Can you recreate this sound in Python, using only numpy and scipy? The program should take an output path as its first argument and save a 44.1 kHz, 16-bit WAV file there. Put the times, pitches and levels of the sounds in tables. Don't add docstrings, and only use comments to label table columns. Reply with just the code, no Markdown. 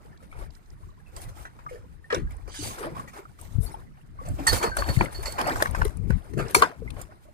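import sys
import numpy as np
from scipy import signal
from scipy.fft import rfft, irfft, next_fast_len
from scipy.io import wavfile
from scipy.ndimage import uniform_filter1d, map_coordinates

SR = 44100
rng = np.random.default_rng(int(sys.argv[2]) if len(sys.argv) > 2 else 0)


def undo_db(level):
    steps = np.asarray(level, float) / 20
    return 10 ** steps


def transcribe(signal):
    frames = np.atleast_2d(signal).T
    limited = np.clip(frames, -1, 1)
    pcm = np.round(limited * 32767).astype(np.int16)
    wavfile.write(sys.argv[1], SR, pcm)


N = 323253

# (start [s], end [s], lead of the left port [samples])
LEFT_SPELLS = [(.3, .45, 12), (2.55, 2.66, 16), (2.78, 2.92, 12), (3.35, 3.7, 16), (4.75, 5.03, 12),
               (5.37, 5.95, 17), (6.5, 6.6, 13), (6.6, 7.1, 10)]
# (start [s], hold [s], slosh level [dB], spray level [dB])
SURGES = [(.0, 0.13, -64, -68.5), (0.366, 0.063, -54, -58.5), (0.54, 0.0077, -83, -65),
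          (1.06, 0.03, -66, -68), (1.17, 0.099, -55, -57), (1.22, 0.0078, -62, -48),
          (1.374, 0.056, -53.5, -53), (1.44, 0.34, -65, -69), (2.297, 0.097, -60.5, -67),
          (2.492, 0.0093, -54.5, -63), (2.637, 0.041, -51, -39), (2.712, 0.11, -47.5, -47),
          (2.838, 0.014, -37.5, -50), (2.9, 0.052, -58, -59.5), (2.97, 0.055, -47.5, -49),
          (3.163, 0.035, -50.5, -55), (3.406, 0.048, -60.5, -53), (3.476, 0.2, -61, -55),
          (3.636, 0.15, -55.5, -62), (4.218, 0.026, -56.5, -61), (4.277, 0.069, -69, -52),
          (4.383, 0.13, -48, -48.5), (4.533, 0.028, -32, -26.5), (4.63, 0.024, -31, -46),
          (4.788, 0.0082, -35.5, -35.5), (4.875, 0.017, -39.5, -41), (4.933, 0.019, -59, -38),
          (5.015, 0.026, -36.5, -44), (5.132, 0.28, -47.5, -48), (5.403, 0.012, -33, -45),
          (5.475, 0.013, -28, -38), (5.558, 0.064, -38.5, -45.5), (5.608, 0.016, -39, -37.5),
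          (5.709, 0.14, -45.5, -54), (5.918, 0.73, -60.5, -62.5), (6.466, 0.014, -47.5, -65),
          (6.51, 0.054, -63, -45), (6.622, 0.014, -34.5, -73), (6.854, 0.092, -57.5, -63),
          (6.994, 0.012, -51.5, -53.5), (7.12, 0.0075, -54.5, -64.5)]
CALM_SLOSH_DB, CALM_SPRAY_DB = -71.5, -69
SURGE_RISE_DB_S, SURGE_FALL_DB_S = 398.5, 231
SPRAY_PAN_DB, SLAP_PAN_DB = (3.5, 4.5), (0.5, 3.5)
# (frequency [Hz], relative level [dB])
SLOSH_SPECTRUM = [(120, -23.5), (200, -8), (247, -8.5), (318, -4), (600, -7.5), (1030, -6.5), (1410, -6),
                  (1680, -10), (2400, -12), (3000, -35), (4000, -27.5), (5200, -16), (8800, -120)]
# (frequency [Hz], relative level [dB])
SPRAY_SPECTRUM = [(1500, -3.5), (2500, 1), (3200, 3), (5000, -4), (8000, 2), (12000, 0), (15500, 3),
                  (15800, -33), (16800, -46.5)]
# (time [s], level [dB], body [Hz], relative treble [dB], 60 dB decay before limits [s])
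SLAPS = [(.224, -49.5, 523, -9, 0.11), (0.326, -43, 1160, -35, 0.058), (1.164, -39, 1090, 0, 0.062),
         (1.285, -45, 570, -4.5, 0.15), (1.451, -36.5, 1680, -15.5, 0.11), (1.587, -43.5, 980, -28, 0.1),
         (1.689, -48, 1980, -5.5, 0.24), (1.723, -49, 480, -6.5, 0.36), (2.101, -25.5, 1690, -48, 0.21),
         (2.125, -22.5, 450, -38, 0.19), (2.146, -30, 2600, -8.5, .12), (2.306, -44, 2100, -13, 0.084),
         (2.475, -42.5, 473, -7, 0.089), (2.538, -43.5, 1860, 1, 0.55), (2.783, -35.5, 1020, -4, 0.047),
         (2.839, -39.5, 460, -30, 0.54), (2.948, -41, 990, -28, 0.38), (3.075, -41.5, 1960, -6, 0.15),
         (3.13, -43, 1320, -11, 0.3), (3.387, -46.5, 1270, 0.5, 0.031), (3.741, -51, 1040, -37, 0.1),
         (3.969, -52, 770, -32, 0.092), (4.25, -41, 656, -9.5, 0.39), (4.384, -36, 690, -20, 0.24),
         (4.466, -22, 1780, -3, .06), (4.474, -16, 1800, 4, 0.076), (4.528, -19.5, 526, 1, 0.068),
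         (4.625, -20, 1130, -6.5, 0.17), (4.769, -22.5, 990, 2.5, 0.025), (4.818, -33.5, 1060, -25.5, 0.18),
         (4.888, -26, 570, -11, 0.1), (4.987, -51, 467, 3, 0.041), (5.008, -20, 780, -17, 0.044),
         (5.125, -40, 829, -11, 0.023), (5.145, -48.5, 520, 8, 0.052), (5.231, -27.5, 1240, -3.5, 0.03),
         (5.255, -31.5, 2000, 1, 0.13), (5.38, -22, 1024, -16, 0.22), (5.558, -24.5, 590, -3, 0.018),
         (5.603, -25.5, 1510, -10, 0.054), (5.624, -16, 595, -6, 0.02), (5.658, -25.5, 1580, -12, 0.026),
         (5.747, -27.5, 1510, -9, 0.066), (5.816, -22.5, 1400, -14, 0.023), (5.851, -25, 450, -3, 0.013),
         (6.095, -39, 477, -9, 0.07), (6.104, -25.5, 464, -22.5, 0.018), (6.333, -39.5, 434, -7.5, 0.044),
         (6.372, -33.5, 617, -9, .15), (6.387, -23, 442, -17.5, 0.18), (6.494, -36, 450, -12.5, 0.16),
         (6.547, -9.5, 910, 1, 0.066), (6.621, -7, 1130, -18.5, 0.058), (6.878, -56, 450, -2, 0.06),
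         (6.964, -42, 558, -25, 0.13), (7.013, -39.5, 762, 1, 0.061)]
# (time [s], level [dB], initial pitch [Hz], 60 dB decay before limits [s])
PLOPS = [(0.222, -45.5, 462, 0.059), (0.399, -45.5, 370, 0.11), (1.663, -26, 1207, 0.09),
         (1.71, -32.5, 497, 0.15), (1.744, -29.5, 462, 0.05), (1.754, -43, 613, 0.1),
         (2.138, -25, 500, 0.046), (2.165, -22, 342, 0.064), (2.19, -30, 305, 0.083),
         (2.59, -29.5, 295, 0.1), (2.81, -23, 404, 0.046), (2.859, -30, 330, 0.1),
         (2.965, -24.5, 1110, 0.04), (3.19, -31.5, 383, 0.062), (4.395, -29.5, 278, 0.22),
         (4.42, -34, 248, 0.058), (4.638, -13.5, 443, 0.068), (5.011, -15, 352, 0.062),
         (6.338, -20.5, 338, 0.033), (6.6212, -5, 962, 0.069), (6.6212, -8, 1080, 0.064),
         (6.371, -13, 366, 0.028), (0.051, -39.5, 470, 0.046), (.325, -51, 1090, 0.045),
         (1.18, -45, 1040, 0.036), (1.38, -39, 1210, .04), (1.84, -40, 480, 0.043),
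         (2.625, -24.5, 383, 0.024), (2.915, -33, 330, 0.056), (7.09, -45.5, 616, 0.092),
         (7.285, -41.5, 592, 0.073), (3.253, -30, 1350, 0.034), (3.742, -21.5, 880, 0.042),
         (4.188, -30, 1125, 0.17), (4.384, -31.5, 316, 0.13), (5.623, -9, 626, 0.033),
         (5.853, -14.5, 415, 0.045), (6.564, -9.5, 388, 0.038), (6.579, -24, 453, 0.13),
         (6.82, -27.5, 450, 0.058), (1.0625, -50.5, 2570, 0.15), (1.2521, -48, 2000, 0.11),
         (1.4596, -37, 1900, 0.057), (1.6891, -35.5, 2150, 0.038), (2.0423, -39, 1780, 0.079),
         (2.2717, -39.5, 1620, 0.078), (4.7162, -25, 1540, 0.22), (4.9641, -20.5, 2040, 0.04),
         (5.0569, -21.5, 2140, 0.025), (5.4144, -27, 1690, 0.03), (6.5485, 1, 2310, 0.017),
         (6.8763, -30, 2080, 0.049), (3.6631, -37, 4430, 0.1), (.128, -42.5, 1780, .04),
         (.162, -48, 1700, .03), (.203, -47, 1300, 0.066), (.315, -41, 2250, 0.1), (.385, -53, 865, 0.055),
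         (.41, -40, 1130, 0.063), (.832, -42, 1040, 0.04), (.89, -43, 1110, 0.054), (1.0, -46, 1680, .03),
         (1.755, -42, 1730, 0.085), (2.65, -42, 1040, .06), (2.705, -29, 1050, 0.073),
         (2.843, -27, 547, 0.044), (2.868, -30.5, 638, 0.077), (2.995, -22, 1130, 0.048),
         (3.075, -37, 1880, .04), (4.822, -21, 1117, 0.076), (5.01, -10.5, 2260, 0.022)]
# (time [s], level [dB], centre [Hz], left over right [dB])
TICKS = [(0.702, -54, 5150, -26), (1.1635, -38, 8400, -21), (1.216, -33, 9580, 18),
         (2.1247, -22.5, 3300, -9), (2.148, -21, 3700, 1), (6.5472, -11.5, 3430, 2.5),
         (6.621, -8.5, 3100, 7), (2.1455, -20.5, 6400, -1), (2.307, -44.5, 9700, 19),
         (3.4127, -30, 9400, 13), (4.286, -28.5, 8400, -1), (4.469, -5, 7600, 5), (4.633, -21, 2370, -6),
         (1.925, -58, 7000, -1), (2.7, -46, 13000, -5), (4.767, -22.5, 9300, 22), (5.0323, -32, 9480, 3),
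         (5.048, -25.5, 9150, 6), (5.1279, -36, 9600, 16), (5.227, -25, 9860, 1), (5.2562, -37, 5240, -31),
         (5.322, -24, 8450, 7), (5.3903, -32, 8670, 18), (5.413, -19.5, 9400, 6), (5.4723, -21.5, 8900, -6),
         (5.571, -27, 9160, 5), (5.622, -14, 9800, 17), (5.71, -28.5, 9800, 13), (5.817, -52, 5290, -19),
         (5.849, -26, 10300, 19.5), (5.97, -35, 8300, 14.5), (6.105, -33, 9700, 6),
         (6.4825, -30, 5300, 0.5), (6.509, -26.5, 9600, 16), (6.546, -6, 8970, 9.5), (6.62, -15, 9350, 12),
         (6.9043, -32, 7300, 8.5), (7.014, -26.5, 9700, -3), (0.5054, -43.5, 4340, -3),
         (6.9045, -31, 3320, 17), (0.174, -45.5, 4100, 2), (0.55, -44.5, 5170, -10),
         (.658, -53, 4700, -2.5), (1.164, -32.5, 4500, -4), (2.32, -43, 7000, 3), (2.366, -44, 7140, 20),
         (5.413, -25, 3100, -18), (5.8515, -29, 3750, 12), (5.6235, -12, 4740, 6)]
# (time [s], level [dB])
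RAPS = [(1.664, -33), (4.633, -20), (4.7685, -12.5), (4.822, -15.5), (4.888, -22), (5.0097, -18),
        (5.3815, -26), (5.5585, -17.5), (5.602, -17), (5.6235, -4), (5.658, -9.5), (5.749, -11),
        (5.8185, -7.5), (6.105, -19)]
# (frequency [Hz], level [dB], 60 dB decay [s])
HULL_MODES = [(740, -12, 0.016), (1117, 3, 0.011), (1536, 6, 0.0092), (2000, -22, 0.0065),
              (5440, -14, 0.0068)]
# (time [s], level [dB], relative mount tone [dB])
CLINKS = [(4.471, -11, 2), (4.493, -21.5, -20), (4.583, -33, -21), (4.627, -30, -20), (4.701, -47, -29),
          (4.786, -27, -5), (4.887, -29.5, -1), (4.988, -34, -1), (5.146, -33.5, -9), (5.187, -50, -14),
          (5.2566, -23.5, -28), (5.385, -36, -20), (5.44, -37, -20)]
# (frequency [Hz], level [dB], 60 dB decay [s])
STEEL_MODES = [(4431, 0, .25), (4488, -7, .12), (4580, -12, .06), (6785, -12, .1), (7760, -13, .06),
               (12161, -16, .2)]
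# (start [s], length [s], level [dB], centre [Hz], band spacing [Hz], left over right [dB])
RUBS = [(2.452, 0.33, -36, 5560, 1580, -1.5), (3.591, 0.11, -45, 12800, 1250, 26),
        (3.693, 0.077, -59.5, 9500, 1350, 29)]
# (time [s], level [dB], initial swing [Hz], left over right [dB])
THUMPS = [(3.552, -15.5, 79, 37), (3.584, -7.5, 131, 31), (3.602, -10, 75.6, 37), (4.898, -8.5, 116, 30),
          (4.971, -2, 116, 30), (5.028, -11, 113, 6), (5.867, -14, 52, 30), (6.101, -4, 159, 30),
          (6.133, -9.5, 64.5, 36.5), (6.371, -20, 50.8, 28)]
# (start [s], hold [s], roll level [dB], flutter over roll [dB], left over right [dB])
GUSTS = [(0.074, 0.018, -61.5, 8, 2), (0.335, 0.13, -41.5, -16, 12), (0.714, 0.026, -43, -15, -2),
         (0.864, 0.009, -42, -11.5, 13), (1.17, 0.009, -38, -15, 9), (1.277, 0.026, -39.5, -16, 2),
         (1.399, 0.0052, -36, -33, 24), (1.706, 0.3, -49, -43, 4.5), (2.178, 0.045, -38, -1, 8.5),
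         (2.25, 0.076, -37, -19, -5), (2.408, 0.15, -43.5, -21, 22), (2.623, 0.058, -36.5, -8.5, 16),
         (2.854, 0.17, -51, 6.5, -2), (3.41, 0.14, -46, -10, 14), (3.586, 0.014, -24.5, -9, 31),
         (3.707, 0.17, -53.5, 2.5, 0), (4.083, 0.39, -45.5, -13, 2), (4.313, 0.014, -33.5, -4.5, -4.5),
         (4.418, 0.017, -45.5, 7, -14), (4.519, 0.011, -26, -14, -25), (4.684, 0.0092, -34.5, -4, -13),
         (4.793, 0.028, -30.5, -20, 6.5), (4.897, 0.037, -29.5, -12, 9), (4.999, 0.0069, -23.5, -0.5, 22),
         (5.147, 0.18, -37, -32, 4.5), (5.334, 0.17, -45.5, -2, -1.5), (5.555, 0.02, -30.5, -25, 3.5),
         (5.694, 0.18, -30.5, -9, 21), (5.968, 0.13, -32.5, -5, 24), (6.121, 0.01, -23, -8, 31),
         (6.342, 0.07, -30, -3.5, 26), (6.581, 0.012, -38.5, 6.5, 11), (6.81, 0.17, -38.5, -4, 22),
         (7.072, 0.3, -73, -13.5, 20.5)]
CALM_ROLL_DB, CALM_FLUTTER_DB = -58.5, -61.5
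GUST_RISE_DB_S, GUST_FALL_DB_S = 315.5, 230.5
# (frequency [Hz], relative level [dB])
ROLL_SPECTRUM = [(13, -26.5), (22, -1.5), (48, 1.5), (92, -2.5), (130, -12.5), (170, -31), (290, -120)]
# (frequency [Hz], relative level [dB])
FLUTTER_SPECTRUM = [(59, -35), (100, -0.5), (146, 2.5), (254, -8), (450, -16), (580, -38.5), (990, -120)]
# (frequency [Hz], relative level [dB])
FAR_WATER_SPECTRUM = [(250, -12.5), (500, -16), (1000, 2), (2000, 3), (2600, -3.5), (3200, -5.5),
                      (5000, -8), (9000, -21), (15000, -25)]
# (frequency [Hz], gain [dB])
PORTS = [
    [(300, 4), (2600, -4), (3250, -7.5), (3900, -3.5), (5000, -9), (6200, -8.5), (6900, -46.5),
     (7500, -12.5), (9600, 1), (11200, -9.5), (13000, -6), (14500, -25.5), (15800, -33)],
    [(300, 2), (2600, -3.5), (3250, -3), (4000, -2), (8000, 0.5), (9400, -3), (10200, -38), (11000, -20.5),
     (12000, -1.5), (15400, -6.5), (15800, -23.5), (16800, -29.5)],
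]


def unit(x):
    return x / np.sqrt(np.mean(x ** 2, axis=-1, keepdims=True) + 1e-20)


def along(points, hz):
    f, v = np.transpose(points)
    return np.interp(np.log(hz + 1), np.log(f + 1), v)


def curves(calm_db, start, hold, db, rise, fall):
    t = np.arange(0, N + 64, 64) / SR
    before = np.clip(start - t, 0, None)
    after = np.clip(t - start - np.abs(hold), 0, None)
    shape = db - rise * before - fall * after
    power = undo_db(2 * calm_db) + undo_db(2 * shape).sum(axis=0)
    return np.interp(np.arange(N) / SR, t, np.sqrt(power))


def wobble(rate):
    knots = rng.standard_normal(int(N * rate / SR) + 4)
    return map_coordinates(knots, [np.arange(N) * rate / SR])


def smooth_noise(shape, width):
    return unit(uniform_filter1d(rng.standard_normal(shape), width))


def filtered(x, response):
    m = next_fast_len(x.shape[-1] + 4096)
    return irfft(rfft(x, m) * response(np.fft.rfftfreq(m, 1 / SR)), m)[..., :x.shape[-1]]


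def rush(spectrum, patchy_db, size=512):
    z = signal.stft(rng.standard_normal(N + size), nperseg=size)[2]
    field = uniform_filter1d(uniform_filter1d(rng.standard_normal(z.shape), 4, 0), 4, 1)
    noise = signal.istft(z * undo_db(patchy_db * field / field.std()), nperseg=size)[1][:N]
    return unit(filtered(noise, lambda hz: undo_db(along(spectrum, hz))))


def bursts(hz, sharp, length):
    noise = rng.standard_normal((len(hz), length))

    def resonance(f):
        damping = (f * hz / sharp) ** 2
        return damping / ((hz * hz - f * f) ** 2 + damping)

    return unit(filtered(noise, resonance))


def bubble(hz, t60, t, glide):
    phase = 2 * np.pi * hz * t * (1 + glide * t / t60)
    return np.sin(phase) * undo_db(-60 * t / t60) * (1 - np.exp(-t * hz / 1.2))


def laid(rows, start):
    at = np.clip(start[:, None] + np.arange(rows.shape[1]), 0, N)
    return np.bincount(at.ravel(), rows.ravel(), N + 1)[:N]


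def grains(count, mid_hz, spread, cycles, size_db):
    draw = rng.random((count, 2))
    hz = np.clip(mid_hz * np.exp(spread * rng.standard_normal((count, 1))), 200, 15000)
    t = np.arange(min(int(3e6 / count), SR // 10)) / SR
    loudness = undo_db(-size_db * np.log(1.01 - draw[:, :1]))
    rows = bubble(hz, cycles / hz, t, glide=.35) * loudness
    return unit(laid(rows, (draw[:, 1] * N).astype(int)))


def on_left(s):
    return sum((s > start) & (s < end) for start, end, lead in LEFT_SPELLS)


def placed(rows, s, pan_db, left):
    start = np.round(s * SR).astype(int)
    lead = sum(k * ((s > a) & (s < b)) for a, b, k in LEFT_SPELLS)
    lag = np.where(left, -np.where(lead, lead, 12), 19)
    return np.array([laid(rows * undo_db(pan_db / 2), start + lag), laid(rows * undo_db(-pan_db / 2), start)])


def sides(make, left_share, loose):
    left, right = np.sqrt(left_share) * make(), np.sqrt(1 - left_share) * make()
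    pair = np.array([left + np.roll(right, 19), np.roll(left, 13) + right])
    return np.sqrt(1 - loose) * pair + np.sqrt(loose) * np.array([make(), make()])


def water():
    s, hold, slosh_db, spray_db = np.transpose(SURGES)[..., None]

    def level(calm_db, db):
        return curves(calm_db, s, hold, db, SURGE_RISE_DB_S, SURGE_FALL_DB_S)

    def gurgling_slosh():
        gurgle = grains(count=1800, mid_hz=1100, spread=.5, cycles=30, size_db=4)
        return rush(SLOSH_SPECTRUM, patchy_db=4.5) + 1.4 * gurgle

    def fizzing_spray():
        fizz = grains(count=4000, mid_hz=7500, spread=.35, cycles=4, size_db=3.5)
        return rush(SPRAY_SPECTRUM, patchy_db=3.6) + .5 * fizz

    left_share = .15 + .7 * uniform_filter1d(1. * on_left(np.arange(N) / SR), SR // 20)
    pan_db = np.interp(left_share, (.15, .85), SPRAY_PAN_DB) + 4 * wobble(12)
    surge = wobble(22)
    slosh = sides(gurgling_slosh, left_share, loose=.35)
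    slosh = slosh * level(CALM_SLOSH_DB, slosh_db) * undo_db(2 * surge)
    spray = sides(fizzing_spray, left_share / 2, loose=.7)
    flicker_db = 2.8 * surge + 2 * wobble(45)
    spray_gain = undo_db(pan_db * [[.5], [-.5]] + flicker_db)
    return slosh + spray * level(CALM_SPRAY_DB, spray_db) * spray_gain


def slaps():
    s, db, hz, treble_db, t60 = np.transpose(SLAPS)[..., None]
    left = on_left(s)
    pan_db = np.where(left, SLAP_PAN_DB[1], SLAP_PAN_DB[0])
    t, t60 = np.arange(SR // 4) / SR, np.clip(t60, .015, .4)
    fade = undo_db(-60 * t / t60)
    spatter = 0.31 * undo_db(-60 * t / 0.22) * undo_db(4 * smooth_noise((len(s), len(t)), 200) - 2)
    crack = 0.16 * bursts(0 * hz + 1900, 0.32, len(t)) * undo_db(-60 * t / 0.022)
    hollow = bursts(hz, 3.2, len(t)) * fade
    body = hollow + 0.68 * bursts(0 * hz + 1200, 0.89, len(t)) * (fade + spatter)
    echo_s = rng.uniform(.0005, .002, s.shape)
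    bright = bursts(0 * hz + 7000, 0.64, len(t))
    banded = filtered(bright, lambda f: 1 / (1 - .35 * np.exp(-2j * np.pi * f * echo_s)))
    splash = unit(banded) * undo_db(treble_db) * (fade + spatter) * (1 - np.exp(-t / 0.0027))
    onset = 1 - np.exp(-t / np.minimum(0.015 * t60, .0025))
    return placed(undo_db(db) * onset * (crack + body + splash), s[:, 0], pan_db, left[:, 0])


def plops():
    s, db, hz, t60 = np.transpose(PLOPS)[..., None]
    t = np.arange(SR // 4) / SR
    noise = rng.standard_normal((len(s), len(t)))
    waver = unit(uniform_filter1d(uniform_filter1d(noise, 300), 300))
    drift = 9e-5 * (waver - waver[:, :1]) * np.clip(t / .004, 0, 1)
    rows = undo_db(db) * bubble(hz, np.clip(t60, .02, .3), t + drift, glide=0.04)
    return placed(rows, s[:, 0], 0.95, on_left(s[:, 0]))


def ticks():
    s, db, hz, pan_db = np.transpose(TICKS)[..., None]
    t = np.arange(SR // 20) / SR
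    envelope = undo_db(db - 60 * t / 0.015) * (1 - np.exp(-t / 0.00068))
    return placed(envelope * bursts(hz, 1.5, len(t)), s[:, 0], pan_db, pan_db[:, 0] > 0)


def raps():
    s, db = np.transpose(RAPS)[..., None]
    t = np.arange(SR // 20) / SR
    draw = rng.standard_normal((len(s), len(HULL_MODES)))
    ring = 0
    for k, (hz, level, t60) in enumerate(HULL_MODES):
        detuned_hz = hz * (1 + .025 * draw[:, [k - 1]])
        ring = ring + undo_db(level + draw[:, [k]] - 60 * t / t60) * np.sin(2 * np.pi * detuned_hz * t)
    onset = 1 - np.exp(-t / 0.00076)
    return placed(undo_db(db) * onset * ring, s[:, 0], 1, on_left(s[:, 0]))


def fitting():
    s, db, mount_db = np.transpose(CLINKS)[..., None]
    t = np.arange(SR // 2) / SR

    def shake():
        return smooth_noise((len(s), len(t)), 400)

    draw = rng.standard_normal((len(s), len(STEEL_MODES)))
    ring = 0
    for k, (hz, level, t60) in enumerate(STEEL_MODES):
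        fade = undo_db(level + 2 * draw[:, [k]] - 60 * t / t60)
        ring = ring + fade * np.sin(2 * np.pi * hz * t + .8 * shake())
    rattle = undo_db(4.5 * np.clip(shake(), -3, 1) - 3)
    mount = undo_db(mount_db - 60 * t / 0.11) * np.sin(2 * np.pi * 1812 * t + 0.89 * shake())
    onset = 1 - np.exp(-t / 0.0011)
    return placed(undo_db(db) * onset * (ring * rattle + mount), s[:, 0], -2.5, False)


def rubs():
    s, length, db, hz, band_hz, pan_db = np.transpose(RUBS)[..., None]
    t = np.arange(SR // 2) / SR

    def comb(f, spacing, depth):
        return 1 / (1 - depth * np.exp(-2j * np.pi * f / spacing))

    def bands(f):
        low_pass = 1 / (1 + (f / hz / 1.9) ** 6)
        return comb(f, band_hz, .5) * low_pass * comb(f, .58 * band_hz, .25)

    progress = np.clip(t / length, 0, 1)
    turn = np.pi / 2 * progress
    dark, bright = bursts(.75 * hz, 1.1, len(t)), bursts(1.35 * hz, 1.3, len(t))
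    hiss = np.cos(turn) * dark + np.sin(turn) * bright
    stroke = np.sin(np.pi * progress) ** 2.1
    return placed(undo_db(db) * stroke * unit(filtered(hiss, bands)), s[:, 0], pan_db, pan_db[:, 0] > 0)


def thumps():
    s, db, hz, pan_db = np.transpose(THUMPS)[..., None]
    rows = undo_db(db) * bubble(hz, 3.2 / hz, np.arange(SR // 8) / SR, glide=-0.029)
    return placed(rows, s[:, 0], pan_db, False)


def wind():
    s, hold, roll_db, flutter_db, pan_db = np.transpose(GUSTS)[..., None]
    share_db = [-10 * np.log10(1 + undo_db(-2 * side * pan_db)) for side in (1, -1)]

    def gusts(calm_db, db):
        return np.array([curves(calm_db, s, hold, db + port_db, GUST_RISE_DB_S, GUST_FALL_DB_S)
                         for port_db in share_db])

    lumps = undo_db(1.44 * np.array([wobble(22), wobble(22)]))
    roll = np.array([rush(ROLL_SPECTRUM, patchy_db=3.0, size=4096) for port in range(2)])
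    flutter = np.array([rush(FLUTTER_SPECTRUM, patchy_db=4.5, size=1024) for port in range(2)])
    roll = gusts(CALM_ROLL_DB, roll_db) * roll
    flutter = gusts(CALM_FLUTTER_DB, roll_db + flutter_db) * flutter
    return 2 * unit(lumps) * (roll + flutter)


def far_water():
    def wash():
        trickle = grains(count=250, mid_hz=1400, spread=.35, cycles=70, size_db=3)
        return rush(FAR_WATER_SPECTRUM, patchy_db=4.5) + 1.04 * trickle

    return undo_db(-67.5) * sides(wash, left_share=0.38, loose=0.79)


def scattered(x):
    t, step = np.arange(SR // 20) / SR, 2048
    parts = np.pad(x, ((0, 0), (0, -N % step))).reshape(2, -1, step)
    cloud = rng.standard_normal(parts.shape[:2] + t.shape) * undo_db(-60 * t / 0.013) * (t > .0003)
    cloud = unit(filtered(cloud, lambda hz: 1j * hz / (700 + 1j * hz))) / np.sqrt(len(t))
    returned = signal.fftconvolve(parts, cloud, axes=2)
    echoes = np.array([laid(rows, step * np.arange(len(rows))) for rows in returned])
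    direct = filtered(x, lambda hz: undo_db(along([(300, -1), (3000, -4)], hz)))
    return direct + undo_db(-3) * echoes


def scene():
    bubbles = plops() / 2
    echoing = scattered(slaps() + ticks() + bubbles + rubs() + raps())
    air = water() + far_water() + echoing + bubbles + fitting()
    coloured = filtered(air, lambda hz: undo_db([along(port, hz) for port in PORTS]))
    return coloured + wind() + thumps()


def top_cut(x):
    return signal.sosfilt(signal.butter(12, 16820, fs=SR, output="sos"), x)


def record(dry):
    mix = dry / (1 + np.abs(dry) ** 6) ** (1 / 6)
    return top_cut(mix)


dry = scene()
out = record(dry)
transcribe(out)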